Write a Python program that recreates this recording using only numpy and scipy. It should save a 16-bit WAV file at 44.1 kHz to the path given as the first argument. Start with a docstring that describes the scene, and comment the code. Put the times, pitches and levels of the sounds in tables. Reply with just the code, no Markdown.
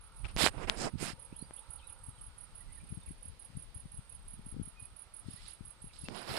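"""A cricket chirps in a dry field, close on the right of a hand-held phone: gliding tones, echoes and leaf scatter.
Fingers rub and tick on the case: banded grainy noise and short damped rings. Wind thumps the microphone
ports, mostly the left one: lumpy low noise and bell-shaped pulses. Small birds whistle short glides; other
crickets, steady air and a far drone of three noise bands fill the distance."""
import sys
import numpy as np
from scipy import signal
from scipy.fft import rfft, irfft, next_fast_len
from scipy.io import wavfile
from scipy.ndimage import uniform_filter1d, map_coordinates

SR = 44100
rng = np.random.default_rng(int(sys.argv[2]) if len(sys.argv) > 2 else 0)


def output_pcm(signal):
    """Save a mono or channel-first signal as 16-bit PCM at the path in sys.argv[1].

    Samples are clipped to [-1, 1] before scaling.
    """
    pcm = np.clip(np.atleast_2d(signal).T, -1, 1) * 32767
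    wavfile.write(sys.argv[1], SR, np.round(pcm).astype(np.int16))


N = 281358  # samples


def amp(db):
    """Amplitude ratio of a level in dB."""
    return 10 ** (np.asarray(db) / 20)


def unit(x):
    """x scaled to rms 1 over all its channels."""
    return x / np.sqrt(np.mean(x ** 2) + 1e-20)


def along(points, hz):
    """(f/Hz, value) points interpolated on a log frequency axis."""
    f, v = np.transpose(points)
    return np.interp(np.log(hz + 1), np.log(f + 1), v)


def curves(rows):
    """One value per sample for each column after the time."""
    s, *cols = np.transpose(rows)
    return [np.interp(np.arange(N) / SR, s, c) for c in cols]


def wobble(rate_hz):
    """Smooth random curve, rate_hz knots a second."""
    knots = rng.standard_normal(int(N / SR * 400) + 4)
    return map_coordinates(knots, [np.arange(N) * rate_hz / SR])


def filtered(x, response):
    """x times a response of frequency."""
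    m = next_fast_len(N + SR // 2)
    return irfft(rfft(x, m) * response(np.fft.rfftfreq(m, 1 / SR)), m)[..., :N]


def noise(spectrum, alike):
    """Stereo noise of rms 1; mid and side shares set the correlation; falls away outside the spectrum's points."""
    closed = [(spectrum[0][0] / 2, -90), *spectrum, (spectrum[-1][0] * 1.3, -90)]

    def mid_side(hz):
        turn = np.arccos(np.clip(along(alike, hz), -1, 1)) / 2
        return amp(along(closed, hz)) * [np.cos(turn), np.sin(turn)]

    mid, side = filtered(rng.standard_normal((2, N)), mid_side)
    return unit(np.array([mid + side, mid - side]))


def add(track, s, sound):
    """Mix a sound in at s seconds."""
    i = int(np.clip(round(s * SR), 0, N))
    track[..., i:i + sound.shape[-1]] += sound[..., :track.shape[-1] - i]


def foliage(x, t60_s):
    """Scattering from leaves and soil: decaying noise, different at each port, redrawn every sixth of a second."""
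    t, step, out = np.arange(SR // 5) / SR, SR // 6, np.zeros((2, N))
    for i in range(0, N, step):
        tail = rng.standard_normal((2, len(t))) * amp(-60 * t / t60_s) * (t > .002)
        tail = tail / np.linalg.norm(tail[0])
        add(out, i / SR, signal.fftconvolve(x[:, i:i + step], tail, axes=1))
    return out


# One wing stroke, before pitch and stretch: t/s, f/Hz, level/dB
STROKE_GLIDE = [(0, 10250, -40), (.0015, 10100, -5), (.0068, 9760, 1.5), (.0085, 9450, -3),
                (.012, 9150, -6), (.015, 8600, -17), (.018, 8200, -40)]


def stroke(pitch, stretch):
    """One closing of the wings: a tone that swells, then falls in pitch and stutters as the scraper slows."""
    s, hz, db = np.transpose(STROKE_GLIDE)
    t = np.arange(0, s[-1], 1 / (SR * stretch))
    swell = uniform_filter1d(uniform_filter1d(amp(np.interp(t, s, db)), size=25), size=25)
    slips = map_coordinates(rng.standard_normal(20), [t * 850])
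    stutter = 1 + np.clip((t - .007) / .003, 0, 1) * (.45 * slips - .4)
    phase = 2 * np.pi * np.cumsum(pitch * np.interp(t, s, hz)) / SR
    return np.sqrt(2) * swell * stutter * np.sin(phase)


# Near cricket's chirps: t/s, direct right level/dB
CHIRPS = [(0.0082, -52.5), (0.159, -51), (0.342, -54), (0.5167, -78), (0.688, -50), (0.859, -69),
          (1.026, -46), (1.1925, -46), (1.361, -42), (1.5342, -41.5), (1.703, -39.5), (1.8689, -42.5),
          (2.034, -43.5), (2.21, -43), (2.3796, -44.5), (2.55, -44.5), (2.7208, -47.5), (2.889, -46),
          (3.0596, -44), (3.225, -43), (3.3923, -44.5), (3.5667, -43.5), (3.7436, -42.5), (3.916, -43.5),
          (4.093, -44), (4.278, -43.5), (4.459, -42.5), (4.626, -43), (4.7961, -42.5), (4.962, -44),
          (5.1367, -42.5), (5.3051, -43), (5.4777, -42.5), (5.65, -43.5), (5.8166, -45.5), (5.9856, -42.5),
          (6.158, -46), (6.334, -49)]
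# Wing strokes of a chirp: t after its start/s, relative level/dB
CHIRP_STROKES = [(0, 0), (.0255, 0), (.053, 0)]
# Soil and near leaves, before scatter: delay t/s, relative level/dB
ECHOES = [(.0036, -12), (0.0139, -13), (.019, -16)]
LEAVES_DB_PER_OCT = -27  # shrubs scatter the lower pitches best
SHADOW_DB_PER_OCT, SHADOW_PIVOT_HZ = -17, 9000  # phone's shadow at the left port


def cricket():
    """Three strokes a chirp; close echoes beat with the falling tone, and the phone shades the left port."""
    direct, scattered = np.zeros((2, 1, N))
    for s, db in CHIRPS:
        for after_s, stroke_db in CHIRP_STROKES:
            level = amp(stroke_db + 0.64 * rng.normal())
            one = level * stroke(1 + 0.0025 * rng.normal(), 1 + 0.075 * rng.normal())
            add(direct, s + after_s, amp(db) * one)
            # a hand in the way shades echoes less
            add(scattered, s + after_s, amp(-38.5 + 0.22 * (db + 46.0)) * one)
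            for late_s, echo_db in ECHOES:
                echo_s = s + after_s + late_s * (1 + 0.025 * rng.normal())
                add(direct, echo_s, amp(db + echo_db + 2.2 * rng.normal()) * one)

    def octaves(hz, pivot_hz):
        return np.log2(np.clip(hz, 7000, 12000) / pivot_hz)

    scattered = filtered(scattered, lambda hz: amp(LEAVES_DB_PER_OCT * octaves(hz, 9800)))
    heard = amp([[-25], [0]]) * direct
    heard = heard + amp([[-32], [-12]]) * foliage(scattered, t60_s=.06)
    heard = heard + amp([[-36], [-18]]) * foliage(scattered, t60_s=0.29)
    return filtered(heard, lambda hz: amp([[SHADOW_DB_PER_OCT], [0]] * octaves(hz, SHADOW_PIVOT_HZ)))


def patchy(x, patch_db):
    """x with random patches of gain over pitch and time."""
    z = signal.stft(x, nperseg=256)[2]
    field = rng.standard_normal(z.shape[1:])
    field = uniform_filter1d(uniform_filter1d(field, size=7, axis=0), size=5, axis=1)
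    return signal.istft(z * amp(patch_db * unit(field)), nperseg=256)[1][:, :N]


# Finger strokes, levels before the swell: t/s, attack t/s, hold t/s, release t/s, scrape f/Hz,
# scrape right level/dB, scrape left level/dB, boom f/Hz, boom tilt/(dB/octave), boom right level/dB,
# boom left level/dB, hiss right level/dB, hiss tilt/(dB/octave)
RUBS = [ (.236, 0.015, 0.0029, 0.027, 2500, -60, -51.5, 302, 2.5, -49.5, -49.5, -63.5, -7),
        (.275, 0.013, .005, 0.046, 2480, -60, -59, 300, 3.5, -55.5, -58.5, -77, 0),
        (0.365, 0.046, 0.044, 0.047, 3750, -27.5, -59, 1030, 2.5, -28, -49.5, -31.5, 4.5),
        (.49, 0.097, 0.031, 0.083, 2000, -59, -73, 610, -2.5, -43, -58.5, -59, -6.5),
        (.59, 0.04, .012, .02, 2200, -53.5, -65, 1200, -1, -40.5, -51.5, -57.5, -3.5),
        (0.669, 0.011, 0.0074, 0.11, 2480, -50.5, -58, 505, -1, -38.5, -48.5, -57, -3),
        (.75, 0.058, 0.034, 0.061, 5740, -41.5, -56, 404, -2.5, -37, -45, -36.5, -6),
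        (.825, 0.021, 0.019, 0.043, 5230, -58, -67, 744, -3.5, -34.5, -41.5, -72, -3),
        (0.968, 0.07, 0.061, 0.044, 5100, -43.5, -64, 1010, 4.5, -42, -57, -48.5, 5),
        (.99, 0.034, 0.016, 0.05, 3000, -53, -75, 320, -5.5, -33, -57, -40.5, 6),
        (5.22, 0.093, 0.09, 0.08, 3930, -60, -78, 500, 7, -70, -72, -67.5, 7),
        (5.36, 0.11, 0.0072, 0.11, 3980, -55, -72, 500, 10, -65, -65, -62.5, 4),
        (5.928, 0.0074, 0.0091, 0.23, 4000, -58.5, -73, 500, -5, -65, -74, -66, -1),
        (6.0, 0.081, 0.01, 0.06, 4400, -57.5, -73, 300, -5, -60, -57.5, -64, -6),
        (6.088, 0.017, 0.066, 0.058, 2500, -62, -72, 506, -5, -42.5, -67, -71, 0),
        (6.1, 0.077, 0.011, 0.12, 4250, -48.5, -69, 290, 0, -43, -62, -57, 12),
        (6.24, 0.09, .05, .05, 4400, -41, -58, 895, 1, -36.5, -51.5, -48, 19)]
# Spectrum of skin scraping: f/Hz, relative level per Hz/dB
SCRAPE_SPECTRUM = [(900, -16), (2000, -5.5), (3000, -1.5), (4600, -1.5), (5300, 0.5), (5900, -13.5),
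                   (8000, -10)]
# Spectrum of the case booming: f/Hz, relative level per Hz/dB
BOOM_SPECTRUM = [(60, -20), (150, -0.5), (300, 0.5), (800, -0.5), (1600, -5), (3000, -10.5), (5500, -44)]
# Spectrum of the hiss: f/Hz, relative level per Hz/dB
HISS_SPECTRUM = [(4500, -55), (6000, -9.5), (8500, -4), (10500, -10), (12000, -21), (15500, -39)]
TOUCH_DB, SHADE_DB = 20, 6  # swell depth; extra hiss loss at the left port
SKIN_DB, SKIN_OCTAVES, HISS_PIVOT_HZ = 7, 0.55, 9000  # scrape resonance height, width
BOOM_DB, BOOM_OCTAVES = -1, 0.57  # boom resonance height (negative: a dip), width
SNAPS_PER_S, SNAP_DB, SNAP_T60_S = 90, -4, 0.0086  # skin letting go


def rubbing():
    """Skin sticks and slips over the case: grainy noise of shifting colour in its scrape, boom and hiss bands."""
    t = np.arange(N) / SR
    grain = amp(0.37 * wobble(330) + 0.7 * wobble(60))
    snaps = rng.exponential(size=N) * (rng.random(N) < SNAPS_PER_S / SR)
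    decay = amp(-60 * t[:SR // 100] / SNAP_T60_S)
    crackle = 1 + amp(SNAP_DB) * signal.fftconvolve(snaps, decay)[:N]

    def grainy(spectrum):
        return unit(grain * patchy(noise(spectrum, [(300, 0.031)]), patch_db=2.0))

    scrape = unit(crackle * grainy(SCRAPE_SPECTRUM))
    body = grainy(BOOM_SPECTRUM)
    hiss = unit(crackle * grainy(HISS_SPECTRUM))
    out = np.zeros((2, N))
    for k, row in enumerate(RUBS):
        s, attack_s, hold_s, release_s, skin_hz, right_db, left_db = row[:7]
        boom_hz, boom_tilt_db, right_boom_db, left_boom_db, hiss_db, hiss_tilt_db = row[7:]
        now = t[round(s * SR):round((s + attack_s + hold_s + release_s) * SR)] - s
        # 0 while held, towards 1 at both ends
        off = np.maximum(np.maximum(1 - now / attack_s, (now - attack_s - hold_s) / release_s), 0)
        start = k * N // len(RUBS)
        fresh = slice(start, start + len(now))  # each stroke takes its own stretch of noise
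        hz = np.fft.rfftfreq(len(now), 1 / SR) + 1

        def tint(x, db):
            return unit(irfft(rfft(x[:, fresh]) * amp(db), len(now)))

        skin = tint(scrape, SKIN_DB * np.exp(-(np.log2(hz / skin_hz) / SKIN_OCTAVES) ** 2))
        fizz = tint(hiss, hiss_tilt_db * np.log2(hz / HISS_PIVOT_HZ))
        boom_octaves = np.log2(hz / boom_hz)
        resonance_db = BOOM_DB * np.exp(-(boom_octaves / BOOM_OCTAVES) ** 2)
        boom = tint(body, resonance_db + boom_tilt_db * boom_octaves)
        sound = amp([[left_db], [right_db]]) * skin
        sound = sound + amp([[left_boom_db], [right_boom_db]]) * boom
        sound = sound + amp([[hiss_db + left_db - right_db - SHADE_DB], [hiss_db]]) * fizz
        add(out, s, amp(-TOUCH_DB * off ** 2) * (1 - off ** 6) * sound)
    return out


# Nails and creaks on the case: t/s, left level/dB, right level/dB, ring f/Hz, t60/s, push relative level/dB
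TICKS = [ (0.246, -33, -54, 2400, 0.012, -24), (0.253, -30.5, -51, 2640, 0.013, -20),
         (0.3646, -26, -12, 5100, 0.00066, -0.5), (0.372, -33, -17.5, 2420, 0.0028, -27),
         (0.4638, -11.5, 6.5, 1490, 0.00097, -13), (0.4733, -32, -4, 2020, 0.0017, -16),
         (0.4845, -22, -13.5, 1350, 0.002, -22), (.698, 1, -16, 3300, 0.0013, -28),
         (1.509, -28.5, -42, 1450, 0.0013, 4), (3.015, -50, -48, 3900, .002, -25),
         (5.28, -56, -44, 4200, 0.0025, -25), (5.464, -50, -40, 3900, 0.0053, -22),
         (5.488, -54, -42, 4300, .006, -29), (5.935, -54, -40, 3840, 0.0046, -25),
         (5.966, -54, -41, 3700, .004, -25), (6.056, -54, -45, 2630, .003, -20),
         (6.0857, -15.5, -31, 2840, 0.00094, -3)]


def ticks():
    """Each tick is a quick pull, a short damped ring of the case and a slower push on the port."""
    out, t = np.zeros((2, N)), np.arange(SR // 100) / SR
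    for s, left_db, right_db, hz, t60_s, push_db in TICKS:
        onset = 1 - np.exp(-t / .00003)
        ring = -np.sin(2 * np.pi * hz * t) * amp(-60 * t / t60_s) * onset
        push = amp(push_db) * np.sin(2 * np.pi * 350 * t) * amp(-60 * t / 0.0032)
        add(out, s, amp([[left_db], [right_db]]) * (ring + push))
    return out


# Strongest eddies and finger pads on a port: t/s, nominal peak level/dB, f/Hz, port (0 left, 1 right)
THUMPS = [ (0.265, -42, 87.5, 1), (0.365, -28.5, 121, 0), (0.441, -15, 244, 1), (0.462, -34, 268, 0),
          (0.94, -27.5, 145, 1), (0.948, -34, 145, 1), (0.958, -24, 149, 1), (1.029, -23, 313, 1),
          (1.085, -32.5, 180, 0), (1.104, -34, 290, 1), (1.136, -34.5, 129, 0), (1.328, -34.5, 213, 1),
          (1.427, -31.5, 199, 1), (2.089, -35, 114, 0), (2.839, -36.5, 143, 0), (2.926, -27, 151, 0),
          (2.976, -30, 141, 0), (3.109, -32, 160, 0), (3.503, -43.5, 129, 0), (3.554, -36, 106, 0),
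          (3.574, -28.5, 118, 0), (3.258, -40.5, 121, 0), (3.764, -35, 102, 0), (3.859, -35.5, 134, 0),
          (3.943, -41, 92.5, 0), (3.991, -33.5, 121, 0), (4.339, -41.5, 152, 0), (4.395, -37, 173, 0),
          (4.467, -36, 147, 0), (4.526, -39.5, 162, 0), (4.544, -42, 277, 0), (4.567, -28, 213, 0),
          (4.599, -24, 194, 0), (4.615, -29, 153, 0), (4.677, -38.5, 186, 0), (4.826, -39, 110, 0),
          (5.265, -36, 90, 0), (5.287, -29, 169, 0), (5.341, -37, 112, 0), (5.611, -33, 155, 0),
          (5.845, -34.5, 162, 0), (5.873, -42, 109, 0), (6.04, -32.5, 131, 0), (6.09, -33.5, 230, 1),
          (6.296, -33.5, 143, 0), (6.317, -30, 112, 0)]
# Buffeting: t/s, left level/dB, right level/dB
BUFFETING = [(0, -54, -62), (.3, -54.5, -41.5), (.55, -51, -41), (.87, -66, -54), (1.25, -48.5, -63),
             (1.74, -63, -51), (2.1, -52.5, -60), (2.85, -52.5, -50), (3.2, -51.5, -62), (3.6, -58, -58),
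             (4.06, -52.5, -54), (4.6, -47.5, -54), (4.95, -62, -60), (5.75, -53, -63.5), (6.09, -59, -71),
             (6.38, -50, -68)]
# Spectrum of the buffeting: f/Hz, relative level per Hz/dB
RUMBLE_SPECTRUM = [(15, -12), (30, 6.5), (70, -1.5), (120, -7), (200, -17.5), (500, -39.5)]
# Small eddies, left port: top level over the buffeting, random drop, lowest pitch, random rise
EDDY_DB, EDDY_SPREAD_DB, EDDY_HZ, EDDY_SPREAD_HZ = -8, 15, 101, 82
# Flutter around each thump: level re its peak, 1/e half width in power, high-pass corner
FLUTTER_DB, FLUTTER_S, FLUTTER_HZ = -19, 0.023, 93.5


def wind():
    """Lumpy buffeting, almost unrelated between ports, and single thumps of a cycle or two that stir flutter."""
    slow_db = 3.5 * np.array([wobble(12), wobble(9.5)])
    fast_db = 3.6 * np.array([wobble(45), wobble(40)])
    buffet_db = curves(BUFFETING)
    stir = np.zeros((2, N))  # flutter power
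    around = np.arange(-SR // 8, SR // 8) / SR
    for s, peak_db, _, port in THUMPS:
        power = amp(peak_db + FLUTTER_DB) ** 2 * np.exp(-(around / FLUTTER_S) ** 2)
        add(stir[int(round(port))], s + around[0], power)
    buffet = unit(amp(slow_db + fast_db) * noise(RUMBLE_SPECTRUM, [(30, 0.033)]))
    flutter = filtered(noise(RUMBLE_SPECTRUM, [(30, 0)]), lambda hz: hz ** 2 / (hz ** 2 + FLUTTER_HZ ** 2))
    out = amp(buffet_db) * buffet + np.sqrt(stir) * unit(flutter)
    eddies = []
    for when, soft, high in rng.random(size=(30, 3)):
        peak_db = buffet_db[0][int(when * N)] + EDDY_DB - EDDY_SPREAD_DB * soft
        eddies.append((when * N / SR, peak_db, EDDY_HZ + EDDY_SPREAD_HZ * high, 0))
    t = np.arange(-SR // 25, SR // 25) / SR
    for s, peak_db, hz, port in THUMPS + eddies:
        swing = np.cos(2 * np.pi * (hz * t + rng.random()))
        swing = swing + 0.21 * np.cos(2 * np.pi * (1.93 * hz * t + rng.random()))
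        bell = np.exp(-(t * hz / 0.5) ** 2)
        pulse = bell * (swing - np.average(swing, weights=bell))  # no net push
        add(out[int(round(port))], s + t[0], amp(peak_db) * pulse)
    return out


# Notes, level before port gains: t/s, length t/s, start f/Hz, middle f/Hz, end f/Hz, level/dB
BIRD_NOTES = [ (1.30, 0.081, 2216, 2760, 3730, -69.5), (1.378, 0.067, 3950, 4360, 4800, -64.5),
              (1.428, 0.021, 4700, 4810, 4700, -66), (1.56, 0.028, 2510, 3160, 3700, -63.5),
              (1.6, 0.088, 3700, 3970, 4080, -75), (1.775, 0.028, 4820, 3710, 2310, -65),
              (1.79, 0.019, 3240, 3150, 2820, -61.5), (1.81, 0.062, 3500, 3840, 3930, -69),
              (1.819, 0.027, 2370, 2630, 2450, -62), (1.88, 0.025, 3880, 3190, 2050, -63.5),
              (2.13, 0.032, 3800, 3980, 3900, -73), (2.172, 0.021, 3390, 3160, 2900, -68),
              (2.6, 0.023, 2070, 1940, 1990, -68), (2.68, 0.057, 2055, 2010, 2350, -69),
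              (2.755, .03, 2140, 1850, 1850, -67.5), (2.801, 0.0082, 2470, 2400, 2390, -61.5),
              (2.86, .05, 2700, 2490, 2290, -71), (3.02, 0.012, 3700, 3640, 3620, -66),
              (3.058, 0.034, 2840, 2350, 1900, -67.5), (4.104, 0.034, 2520, 2580, 2720, -70),
              (4.76, 0.051, 2477, 2480, 2480, -65.5), (4.826, 0.04, 2450, 2506, 2460, -66.5),
              (5.369, 0.032, 1840, 1976, 2100, -61.5), (5.893, 0.02, 2780, 2525, 2050, -64.5),
              (6.05, 0.021, 2580, 2720, 2570, -58)]


def birds():
    """Short whistled glides that flicker through the leaves, half lost in their echoes."""
    out = np.zeros((1, N))
    for s, length_s, start_hz, middle_hz, end_hz, db in BIRD_NOTES:
        u = np.linspace(-1, 1, round(length_s * SR))
        bend_hz = (start_hz + end_hz) / 2 - middle_hz
        hz = middle_hz + (end_hz - start_hz) / 2 * u + bend_hz * u * u
        add(out, s, amp(db) * np.sqrt(1 - u ** 4) * np.sin(2 * np.pi * np.cumsum(hz) / SR))
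    flicker = amp(2.5 * np.array([wobble(90), wobble(90)]))
    return amp([[-1.5], [-4]]) * flicker * out + amp([[0], [2]]) * foliage(out, t60_s=0.12)


# Second cricket farther off, before scatter: t/s, right level/dB
NEIGHBOUR_CHIRPS = [ (0.279, -56.5), (1.47, -75), (1.627, -63), (1.808, -62), (1.982, -59), (2.152, -59),
                    (2.807, -58), (2.969, -58.5), (3.175, -63), (3.822, -64), (4.018, -62.5), (4.19, -62),
                    (4.383, -62), (5.267, -60), (5.429, -59), (6.087, -63), (6.235, -71)]
# Far crickets together: t/s, right level/dB
CHORUS_LEVEL = [(0, -61.5), (2.5, -66), (5, -67.5), (6.38, -62.5)]


def chorus():
    """A neighbour, and scattered chirps of still farther crickets, lower in pitch and blurred by the shrubs."""
    near, far = np.zeros((2, 1, N))
    for s, db in NEIGHBOUR_CHIRPS:
        for after_s in (0, .029, .059):
            level = amp(db + 0.26 * rng.normal())
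            add(near, s + after_s, level * stroke(.955 + 0.0081 * rng.normal(), 1.1))
    for when, high, loud in rng.random(size=(270, 3)):
        for after_s, _ in CHIRP_STROKES:
            add(far, when * N / SR + after_s, amp(5 * loud) * stroke(.85 + .15 * high, 1.1))
    blurred = amp(curves(CHORUS_LEVEL)[0]) * unit(foliage(far, t60_s=0.22))
    heard = near + foliage(near, t60_s=0.041) + blurred
    return amp([[-20], [0]]) * heard


# Spectrum of the field's air: f/Hz, relative level per Hz/dB
AIR_SPECTRUM = [(150, -4), (300, -6), (700, -6), (1700, -7.5), (3000, -8.5), (4900, -10.5), (5700, -17.5),
                (7500, -20), (10500, -20.5), (12000, -25.5), (15000, -26.5), (16000, -62)]
# Balance of the air: f/Hz, left minus right level/dB
AIR_PAN = [(300, -4.5), (1300, -2), (4400, -5), (7000, -1.5), (15000, 3.5)]
# Left-right likeness of the air: f/Hz, correlation/1
AIR_ALIKE = [(200, 0.47), (700, 0.72), (1300, 0.36), (2400, 0.075), (8000, 0.01)]
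# Bands of the far drone: centre f/Hz, 1/e half width f/Hz, relative level/dB
DRONE_BANDS = [(528, 68, -5), (900, 134, -3), (1304, 220, -7.5)]
# Far drone, before wobble and port gains: t/s, level/dB, brightness from band to band/dB
DRONE_LEVEL = [(0, -71, 8.5), (.4, -75, 9.5), (1.2, -70, 0.5), (1.9, -69, 4.5), (2.5, -75.5, 10),
               (3.2, -77, -1), (4.8, -77, 9.5), (6.38, -76, 4)]


def distance():
    """The steady air of the field and a far drone in three blurred bands, reaching the left port first."""
    halves = np.array([[.5], [-.5]])
    air = filtered(noise(AIR_SPECTRUM, AIR_ALIKE), lambda hz: amp(along(AIR_PAN, hz) * halves))
    out = amp(-66.0) * amp(.4 * wobble(3)) * air
    level_db, bright_db = curves(DRONE_LEVEL)
    for k, (centre_hz, width_hz, db) in enumerate(DRONE_BANDS):
        hum = noise([(300, 0), (2000, 0)], [(500, 0.7), (1400, 0.97)])
        band = filtered(hum, lambda hz: np.exp(-((hz - centre_hz) / width_hz) ** 2))
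        band_db = level_db + db + (k - 1) * bright_db + wobble(10)
        out += amp(band_db + np.array([[1.5], [4]])) * unit(band)
    delay_s = np.array([[0], [.00011]])
    return filtered(out, lambda hz: np.exp(-2j * np.pi * hz * delay_s))


def scene():
    """All sources, main to background."""
    return cricket() + rubbing() + ticks() + wind() + birds() + chorus() + distance()


TOP_HZ = 15750


def record(dry):
    """The phone keeps nothing above its band limit."""
    return filtered(dry, lambda hz: hz < TOP_HZ)


dry = scene()
out = record(dry)
output_pcm(out)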